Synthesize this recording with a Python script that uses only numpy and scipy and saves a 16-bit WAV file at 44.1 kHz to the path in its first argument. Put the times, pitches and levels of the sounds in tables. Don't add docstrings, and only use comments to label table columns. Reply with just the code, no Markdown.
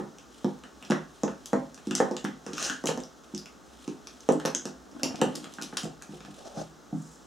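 import sys
import numpy as np
from scipy import signal
from scipy.fft import rfft, irfft, next_fast_len
from scipy.io import wavfile
from scipy.ndimage import uniform_filter1d

SR = 44100
rng = np.random.default_rng(int(sys.argv[2]) if len(sys.argv) > 2 else 0)


def master(y):
    cut = np.clip(np.atleast_2d(y).T, -1, 1)
    pcm = np.round(cut * 32767)
    wavfile.write(sys.argv[1], SR, pcm.astype(np.int16))


N = 320166

# start_s, boom_db, body_db, hardness_db, clack_db, pitch_ratio, wall_distance_m
DOLL_THUMPS = [(-.035, -17, 7, 2, 4, 1, 1.58), (.4448, -16, 0, 0, -6, .96, 1.88),
               (.9015, -12.5, 0, -5, -7, .97, .96), (.9196, -23, 7, 8, 15, 1.1, .96),
               (1.2345, -14.5, 1, 2, -4, 1.02, .36), (1.5313, -11.5, -2, 1, 0, 1.05, 2.56),
               (1.871, -21, -8, -14, -23, .95, .6), (1.91, -23, -4, -9, -12, 1, 3),
               (2.002, -15, 2, 8, 9, 1.01, 2.88), (2.1115, -21, 3, 3, -7, 1, 2.9),
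               (2.243, -21, -9, -3, -7, 1, 2.56), (2.465, -30, 2, 2, 4, .97, 2.94),
               (2.49, -33, 1, -2, 0, 1, 2.94), (2.533, -31, -1, -4, -8, 1.05, 2.94),
               (2.699, -32, -4, -2, 0, 1.05, 2.6), (2.84, -20.5, 4, 2, -2, 1.06, 3.04),
               (2.857, -26, 5, 3, 0, 1, 3.04), (2.889, -20, 4, 5, 6, 1, .32),
               (2.975, -27, 2, 5, 1, 1, 1.38), (3.3372, -25, -11, -12, -24, .95, .94),
               (3.878, -22.5, -3, -7, -15, 1.04, .46), (4.289, -12, 6, 7, 0, 1, 2.86),
               (4.352, -23, -2, -5, -12, 1.1, 1.18), (4.4515, -20, 3, 7, 9, 1.02, 1.24),
               (4.549, -28, -7, -10, -10, 1, 2.9), (4.6545, -25.5, 2, 0, -10, 1, 2.02),
               (5.0325, -23, 1, 3, -3, 1.05, 1.3), (5.2172, -10.5, 2, 2, 0, .98, .3),
               (5.354, -33, -5, -10, -16, 1, .3), (5.585, -32, -2, -3, 9, 1.05, 2.64),
               (5.6216, -32, -10, -12, -10, 1, 2.64), (5.729, -32, -2, 2, 4, 1, .72)]
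# pitch_hz, level_db, rise_s
BOARD_TONES = [(240, -2, .0014), (335, -10.5, .0026), (423.4, -14, .004), (495, -5, .0019), (590, -9, .002),
               (694.5, -8.5, .0015), (790, -9, .0015), (1190, -15.5, .0012), (1340, -12, .0011),
               (1540, -14, .001), (2800, -29, .00026)]
# pitch_hz, level_db, fade_s
ROOM_TONES = [(144, 12.5, .8), (160, 22, .39), (201, 17.5, .25), (255, 13, .35), (302, 20, .23),
              (358, 18.5, .23), (420, 16.5, .27), (468, 11.5, .2), (515, 3, .17), (665, 15, .34)]
# pitch_hz, level_db
ECHO_COLOUR = [(100, 9), (140, 10.5), (200, 3), (300, 5.5), (400, 4.3), (800, 4.8), (1500, 1.5),
               (3000, 3.5), (6000, 1.5), (10000, 0), (16000, 0)]
# pitch_hz, level_db
STEREO_WIDTH = [(25, -14), (60, 1), (160, -6.5), (350, -6), (700, -4.5), (1400, -4.5), (2800, -8),
                (5600, -17), (9000, -6.5), (14000, -8)]
# pitch_hz, level_db
HUSH_COLOUR = [(25, -24), (42, -17), (60, 6.5), (85, -14), (140, -7.5), (260, 3), (550, -6), (1300, -6.5),
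               (2400, -20.5), (6500, -16.5), (9000, -29), (16000, -37)]
# pitch_hz, level_db
CLOTH_COLOUR = [(100, -20), (250, -5), (700, -15), (1500, -8), (3200, 6.5), (5500, -1.5), (7300, 0.5),
                (10000, -6.5), (16000, -28)]
# full_from_s, full_until_s, level_db, rise_s, fall_s
BIG_MOVES = [(.36, .42, -60, .3, .3), (3.8, 3.9, -59, .4, .2), (4.08, 4.22, -62, .2, .3),
             (5.15, 5.85, -58.5, .15, .12), (6.13, 6.65, -60, .15, .25)]
# start_s, level_db, ring_hz, ring_db, hollow_db, edge_db
LIMB_TAPS = [(.185, -35, 5800, -2, -20, 0), (.445, -30, 5800, -4, -19, 0), (.6372, -35.5, 6360, -3, 2, 0),
             (.826, -31, 5340, -3, -3, 0), (.85, -34, 5800, -2, -16, 0), (.901, -28, 6500, -8, -12, 2),
             (.908, -19.5, 5600, 2, -8, -2), (.9196, -29, 6200, -6, -15, 0),
             (1.2343, -21, 6100, -4, -28, -5), (1.2795, -33.5, 5420, -3, 9, 0),
             (1.4585, -25, 6100, -8, -45, 7), (1.532, -29, 6000, -4, -30, 0),
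             (1.745, -32.5, 6360, -2, -20, 0), (1.777, -39, 5600, -3, 0, 0), (1.871, -32, 5800, -4, -19, 0),
             (1.9101, -20, 6000, -8, -6, -3), (1.952, -10.5, 6200, -4, -24, -3),
             (1.9802, -22, 6500, -6, -10, -1), (2.002, -26, 6800, -4, -19, 0),
             (2.112, -32, 5600, -2, -19, 0), (2.1668, -22, 6800, 0, -11, -4),
             (2.2435, -28, 5800, -4, -19, 2), (2.2495, -24, 5700, -8, -1, -2),
             (2.4648, -29, 6100, -1, -12, -3), (2.5333, -25, 5800, 0, -19, 0),
             (2.581, -20.5, 5600, -6, -10, 0), (2.6275, -18, 5850, -3, -25, 0),
             (2.643, -21, 6300, -2, -25, 0), (2.6985, -22, 6700, -5, -18, -1),
             (2.839, -33, 6200, -4, -19, 0), (2.8575, -18, 6400, -5, -20, -1),
             (2.8715, -14, 6100, -5, -17, -2), (2.8752, -20, 7000, -4, -19, 0),
             (2.8845, -21, 6300, -5, -19, 0), (2.889, -27, 5800, -4, -19, 0),
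             (2.975, -31, 6000, -3, -19, 0), (3.003, -32, 7200, 2, -30, 0),
             (3.036, -31.5, 5700, -2, -45, 0), (3.3484, -24, 6050, 4, -45, -3),
             (3.3784, -23.5, 5220, 2, -45, 2), (3.4583, -31, 5250, -2, -11, 0),
             (3.878, -30, 5600, -5, -14, 0), (4.0715, -27, 5340, -3, -14, 0),
             (4.206, -35, 6260, -3, -17, 0), (4.289, -22, 6000, -3, -19, -2),
             (4.3225, -26, 7600, 0, -20, 2), (4.3996, -27.5, 6500, -3, -2, -1),
             (4.452, -19, 5400, -10, -7, 1), (4.4583, -16, 5900, 3, -28, 4),
             (4.549, -10.5, 6550, 7, -20, -13), (4.655, -21.5, 5600, 0, -15, -1),
             (5.033, -10, 5550, 1, -21, 0), (5.1574, -28, 5220, -4, -16, 0),
             (5.215, -14, 6100, -7, -12, -3), (5.354, -24, 5600, -6, -20, 5),
             (5.3574, -24, 7100, -2, -20, 4), (5.443, -29, 7090, -4, -5, 0),
             (5.5384, -32, 5970, -8, -22, 2), (5.615, -28, 5200, -8, -14, 3),
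             (5.623, -21, 6000, -8, -18, 6), (5.632, -27, 6600, -8, -18, 4),
             (5.7705, -16, 6300, -7, -14, 2), (5.7725, -15, 5350, 0, -22, 1), (5.833, -28, 7300, 2, -25, 0),
             (5.844, -30, 6400, -6, -20, 0), (6.0225, -28.5, 5530, -6, -16, 0),
             (6.2055, -35, 5330, -3, -3, -4), (6.2498, -36.5, 5430, -3, 0, -4)]
# pitch_hz, level_db, fade_s
SHELL_TONES = [(1460, -15.5, 0.0023), (1750, -11, 0.0035), (2760, -4.5, 0.0031), (3530, -8, 0.003),
               (5540, -11, 0.0025), (6820, -6, 0.0022)]
# pitch_hz, level_db
CRACK_COLOUR = [(200, 1), (1000, -10), (3000, 1), (6000, 8.5), (8000, -3.5), (10000, -3), (13000, -15),
                (16000, -23.5)]
# start_s, level_db, pitch_hz
TORSO_BUMPS = [(.637, -36, 1600), (.9085, -25, 1450), (.92, -22, 1780), (1.911, -28, 1450),
               (2.2495, -22, 1700), (2.465, -33, 1300), (2.581, -26, 1350), (2.6985, -14.5, 1510),
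               (4.4, -33, 1560), (4.549, -27, 1500), (4.9973, -33, 1480), (5.033, -20, 2750),
               (5.456, -33, 1250), (5.585, -26, 1420), (5.727, -32, 1350), (5.771, -21, 3150),
               (6.016, -39, 1600)]
# pitch_ratio, level_db, fade_s
TORSO_TONES = [(1, 0, .016), (1.16, -4, .012), (1.85, -7, .006), (2.3, -11, .006), (3.9, -15, .003)]
# full_from_s, full_until_s, level_db, rise_s, fall_s, pitch_hz
TORSO_RASPS = [(2.485, 2.5, -52, .05, .1, 1330), (2.585, 2.62, -43.5, .16, .15, 1330),
               (2.66, 2.705, -46.5, .2, .11, 1520)]
# pitch_hz, level_db
SLIDE_COLOUR = [(150, -16), (400, -6), (560, -0.5), (660, -1), (800, -2.5), (950, -12), (1500, -17.5),
                (2200, -29), (6000, -18), (16000, -55)]
# pitch_hz, level_db
LOW_WOOD_COLOUR = [(60, -40), (110, -21), (200, -8.5), (300, 2.5), (380, -14.5), (540, -11.5), (900, -17),
                   (2000, -29), (8000, -70)]
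# start_s, boom_db, hardness_db, wall_distance_m
CHILD_THUDS = [(5.835, -24, -4, 2.62), (5.853, -30, 4, 2.62), (6.091, -33, -12, 2.42),
               (6.135, -36.5, 4, 2.42), (6.245, -35, -9, 1.78), (6.281, -33.5, -2, 1.78),
               (6.5715, -21.5, -5, 3.1), (6.927, -18, -8, 1.22), (6.958, -25, -12, 1.22)]
# full_from_s, full_until_s, level_db, rise_s, fall_s
KNEE_PUSHES = [(6.385, 6.54, -50, .03, .1), (6.458, 6.468, -41, .05, .08), (6.58, 6.62, -38, .1, .075)]
# pitch_hz, level_db
SWISH_COLOUR = [(1000, -26), (3500, -18), (5500, -2), (7400, 2.5), (9500, -10), (16000, -28)]
# pitch_hz, width_hz, depth_db
MICROPHONE_DIPS = [(991, 71, -29.5), (2200, 1000, -2.8), (4590, 220, -37.5)]

CLICK_HZ = 5800
RING_TIME = np.arange(int(.45 * SR)) / SR


def from_db(db):
    return 10 ** (np.asarray(db) / 20)


def rms_one(x):
    return x / np.sqrt(np.mean(x ** 2) + 1e-20)


def at_hz(points, hz):
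    known, value = np.transpose(points)
    return np.interp(np.log(np.maximum(hz, 1)), np.log(known), value)


def fade(t, fade_s):
    return np.exp(-np.log(1000) * t / fade_s)


def swell(full_from_s, full_until_s, level_db, rise_s, fall_s):
    t = np.arange(N) / SR
    outside = np.maximum(full_from_s - t, 0) / rise_s + np.maximum(t - full_until_s, 0) / fall_s
    return from_db(level_db - 30 * np.minimum(outside, 10))


def let_through(x, hz, kind, order=2):
    return signal.sosfilt(signal.butter(order, hz, kind, fs=SR, output="sos"), x)


def add(out, start_s, sound):
    at = int(round(start_s * SR))
    first, last = max(at, 0), min(at + sound.shape[-1], out.shape[-1])
    out[..., first:last] += sound[..., first - at:last - at]


def stereo_noise(colour, size):
    padded = next_fast_len(size)
    hz = np.arange(padded // 2 + 1) * SR / padded
    mid, side = rfft(rng.standard_normal((2, padded))) * from_db(at_hz(colour, hz))
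    side = side * from_db(at_hz(STEREO_WIDTH, hz))
    return irfft(np.array([mid + side, mid - side]), padded)[:, :size]


def doll_thumps(on_wood_above_db=-17):
    light_blow = (1, 2, 15, 1, 2.6)   # body_db, hardness_db, clack_db, pitch_ratio, wall_distance_m
    floor_taps = [(start_s, level_db + hollow_db - 9, *light_blow)
                  for start_s, level_db, _, _, hollow_db, _ in LIMB_TAPS if hollow_db > on_wood_above_db]
    return floorboards(list(DOLL_THUMPS) + floor_taps, slowdown=.93)


def floorboards(blows, slowdown, scatter_db=1, lag_s=.0003):
    sounds = []
    for start_s, boom_db, body_db, hardness_db, clack_db, pitch_ratio, _ in blows:
        clock = RING_TIME[:SR // 20] / slowdown * pitch_ratio
        colour = [(260, 0), (380, body_db), (500, hardness_db),
                  (800, .45 * hardness_db + .3 * clack_db + .8), (1300, clack_db)]
        ring = np.zeros(len(clock))
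        for hz, level_db, rise_s in BOARD_TONES:
            t = np.maximum(clock - lag_s * BOARD_TONES[0][0] / hz, 0)
            gain = from_db(level_db + at_hz(colour, hz) + scatter_db * rng.standard_normal())
            ring += gain * t / rise_s * np.exp(1 - t / rise_s) * np.sin(2 * np.pi * hz * t)
        ring = let_through(ring, 162 / slowdown, "high", order=5)
        thump = ring.copy()
        for delay_s in (.0039, .008):
            add(thump, delay_s / pitch_ratio, from_db(-10.5) * ring)
        sounds.append((start_s, from_db(boom_db - 4.5) * thump))
    wall_distances_m = [blow[-1] for blow in blows]
    return in_room(sounds, echo_db=-1, build_s=.002) + room_ring(sounds, wall_distances_m)


def in_room(sounds, echo_db, build_s, low_fade_s=.32, high_fade_s=.22, split_hz=2500):
    out = np.zeros((2, N))
    t = RING_TIME[:10240]
    echo_gain = from_db(echo_db) * np.sqrt(2 * np.log(1000) / (high_fade_s * SR))
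    build = echo_gain * (1 - np.exp(-t / build_s))
    low_decay, high_decay = build * fade(t, low_fade_s), build * fade(t, high_fade_s)
    for start_s, sound in sounds:
        noise = smooth_echo(stereo_noise(ECHO_COLOUR, len(t)), low_decay)
        lows = let_through(noise, split_hz, "low", order=1)
        tail = lows * low_decay + (noise - lows) * high_decay
        add(out, start_s, signal.fftconvolve(tail, sound[None], axes=1))
        add(out, start_s, sound)
    return out


def smooth_echo(noise, decay):
    colour = from_db(at_hz(ECHO_COLOUR, np.linspace(0, SR / 2, len(decay) // 2 + 1)))
    power = np.abs(rfft(noise.mean(0) * decay) / colour) ** 2
    return irfft(rfft(noise) * np.sqrt(power.mean() / uniform_filter1d(power, size=25)), len(decay))


def room_ring(sounds, wall_distances_m, place_db=3, sound_m_per_s=343):
    hz, level_db, fade_s = np.transpose(ROOM_TONES)[:, :, None]
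    gains = from_db(level_db) * 2 * np.log(1000) / (fade_s * SR)
    tones = gains * fade(RING_TIME, fade_s) * np.cos(2 * np.pi * hz * RING_TIME)
    out = np.zeros(N)
    for (start_s, sound), distance_m in zip(sounds, wall_distances_m):
        strong_spot = np.cos(2 * np.pi * hz * 2 * distance_m / sound_m_per_s)
        ring = np.sum(from_db(place_db * strong_spot) * tones, axis=0)
        add(out, start_s, signal.fftconvolve(sound, ring))
    return out


def house_hush(level_db=-52.5):
    return from_db(level_db) * rms_one(stereo_noise(HUSH_COLOUR, N))


def clothes_rustle(fidget_db=-72):
    swings = [swell(start_s - .06, start_s + .03, -57.5 + .3 * boom_db, rise_s=.4, fall_s=.5)
              for start_s, boom_db, *_ in DOLL_THUMPS]
    brushes = [swell(*move) for move in BIG_MOVES]
    loudness = np.maximum(from_db(fidget_db), np.max(swings + brushes, axis=0))
    return rubbing(CLOTH_COLOUR, loudness, roughness_db=3.9, catches_per_s=110)


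def rubbing(colour, loudness, roughness_db, catches_per_s=130):
    t = np.arange(N) / SR
    catching = np.interp(t * catches_per_s, np.arange(N // 100), rng.standard_normal(N // 100))
    return rms_one(stereo_noise(colour, N)) * loudness * from_db(roughness_db * catching)


def doll_clatter(boost_db=9.8, rattle_db=-8, rattle_s=.0018):
    hits = []
    for start_s, level_db, ring_hz, *tone in list(LIMB_TAPS) + joint_ticks():
        click = plastic_click(ring_hz, *tone)
        delay_s = rattle_s * rng.uniform(.2, 1)
        rattle = plastic_click(ring_hz * rng.uniform(.856, 1.166), *tone)
        add(click, delay_s, from_db(rattle_db) * rattle)
        hits.append((start_s, from_db(level_db + boost_db) * click))
    for start_s, level_db, pitch_hz in TORSO_BUMPS:
        hits.append((start_s, from_db(level_db + boost_db) * torso_tock(pitch_hz)))
    return in_room(hits, echo_db=-1.5, build_s=.0025, high_fade_s=.21)


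def plastic_click(ring_hz, ring_db, hollow_db, edge_db, scatter_db=1.5, detune=.036, contact_s=.00024):
    t = RING_TIME[:SR // 50]
    sound = from_db(ring_db) * fade(t, .0028) * np.sin(2 * np.pi * ring_hz * t)
    sound += from_db(-6) * fade(t, .003) * rms_one(stereo_noise(CRACK_COLOUR, len(t))[0])
    hollow_colour = [(2300, min(hollow_db, -6) + 14), (5200, 0)]
    spot_ratio = (ring_hz / CLICK_HZ) ** .6
    for hz, level_db, fade_s in SHELL_TONES:
        strength, shift = rng.standard_normal(2)
        gain = from_db(level_db + at_hz(hollow_colour, hz) + scatter_db * strength)
        pitch_hz = hz * spot_ratio * (1 + detune * shift)
        sound += gain * fade(t, fade_s) * np.sin(2 * np.pi * pitch_hz * t)
    edge = from_db(at_hz([(6500, 0), (9500, edge_db)], np.linspace(0, SR / 2, len(t) + 1)))
    sound = irfft(rfft(sound, 2 * len(t)) * edge)[:len(t)]
    sound *= 1 - np.exp(-t / contact_s)
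    sound = let_through(sound, 390, "high")
    return sound / np.sqrt(np.sum(sound ** 2))


def joint_ticks(ticks_per_s=2, level_db=-46, spread_db=3, hollow_db=-15):
    return [(when * N / SR, level_db + spread_db * (2 * size - 1), CLICK_HZ, 0, hollow_db, 0)
            for when, size in rng.random((int(ticks_per_s * N / SR), 2))]


def torso_tock(pitch_hz):
    t = RING_TIME[:SR // 40]
    sound = np.zeros(len(t))
    for ratio, level_db, fade_s in TORSO_TONES:
        phase = rng.uniform(0, 2 * np.pi)
        sound += from_db(level_db) * fade(t, fade_s) * np.sin(2 * np.pi * ratio * pitch_hz * t + phase)
    sound = let_through(sound, 700, "high", order=4)
    return sound / np.sqrt(np.sum(sound ** 2))


def doll_drag(plastic_db=-4, wood_db=-11, rumble_db=-9, touch_points=4):
    stroke = swell(2.61, 2.67, level_db=-35.5, rise_s=.17, fall_s=.13)
    clicks = [plastic_click(6400 * rng.uniform(.92, 1.08), ring_db=1, hollow_db=-16, edge_db=-5)
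              for _ in range(touch_points)]
    plastic = slipping(clicks, slips_per_s=420) * stroke
    for *move, pitch_hz in TORSO_RASPS:
        tocks = [torso_tock(pitch_hz * rng.uniform(.92, 1.08)) for _ in range(touch_points)]
        plastic += slipping(tocks, slips_per_s=400) * swell(*move)
    wood = rubbing(SLIDE_COLOUR, from_db(wood_db) * stroke, roughness_db=3)
    rumble = rubbing(LOW_WOOD_COLOUR, from_db(rumble_db) * stroke, roughness_db=3)
    return wood + rumble + in_room([(0, from_db(plastic_db) * plastic)], echo_db=1.5, build_s=.0017)


def slipping(rings, slips_per_s):
    slips = [(rng.random(N) < slips_per_s / len(rings) / SR) * rng.standard_normal(N) for _ in rings]
    return rms_one(sum(signal.oaconvolve(kicks, ring)[:N] for kicks, ring in zip(slips, rings)))


def board_groan():
    loudness = swell(5.06, 5.19, level_db=-39, rise_s=.27, fall_s=.7)
    return rubbing(LOW_WOOD_COLOUR, loudness, roughness_db=4.5, catches_per_s=150)


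def child_thuds():
    blows = [(start_s, boom_db, hardness_db / 2, hardness_db, 1.3 * hardness_db - 3.5, 1, distance_m)
             for start_s, boom_db, hardness_db, distance_m in CHILD_THUDS]
    return from_db(-3) * floorboards(blows, slowdown=1.163)


def knee_slide():
    loudness = np.max([swell(*push) for push in KNEE_PUSHES], axis=0)
    return rubbing(SLIDE_COLOUR, loudness, roughness_db=2)


def sleeve_swish():
    loudness = swell(7.0, 7.15, level_db=-58.5, rise_s=.16, fall_s=.3)
    return rubbing(SWISH_COLOUR, loudness, roughness_db=2.3)


def scene():
    hush = house_hush()
    floor = (doll_thumps() + child_thuds()) * from_db([[-.55], [.55]])
    dolls = doll_clatter() + doll_drag()
    child = clothes_rustle() + board_groan() + knee_slide() + sleeve_swish()
    return hush + floor + dolls + child


def record(dry):
    for hz, width_hz, depth_db in MICROPHONE_DIPS:
        band = signal.lfilter(*signal.iirpeak(hz, hz / width_hz, fs=SR), dry)
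        dry = dry + (from_db(depth_db) - 1) * band
    top_cut = signal.ellip(10, .1, 80, 16000, fs=SR, output="sos")
    return signal.sosfilt(top_cut, dry)


dry = scene()
out = record(dry)
master(out)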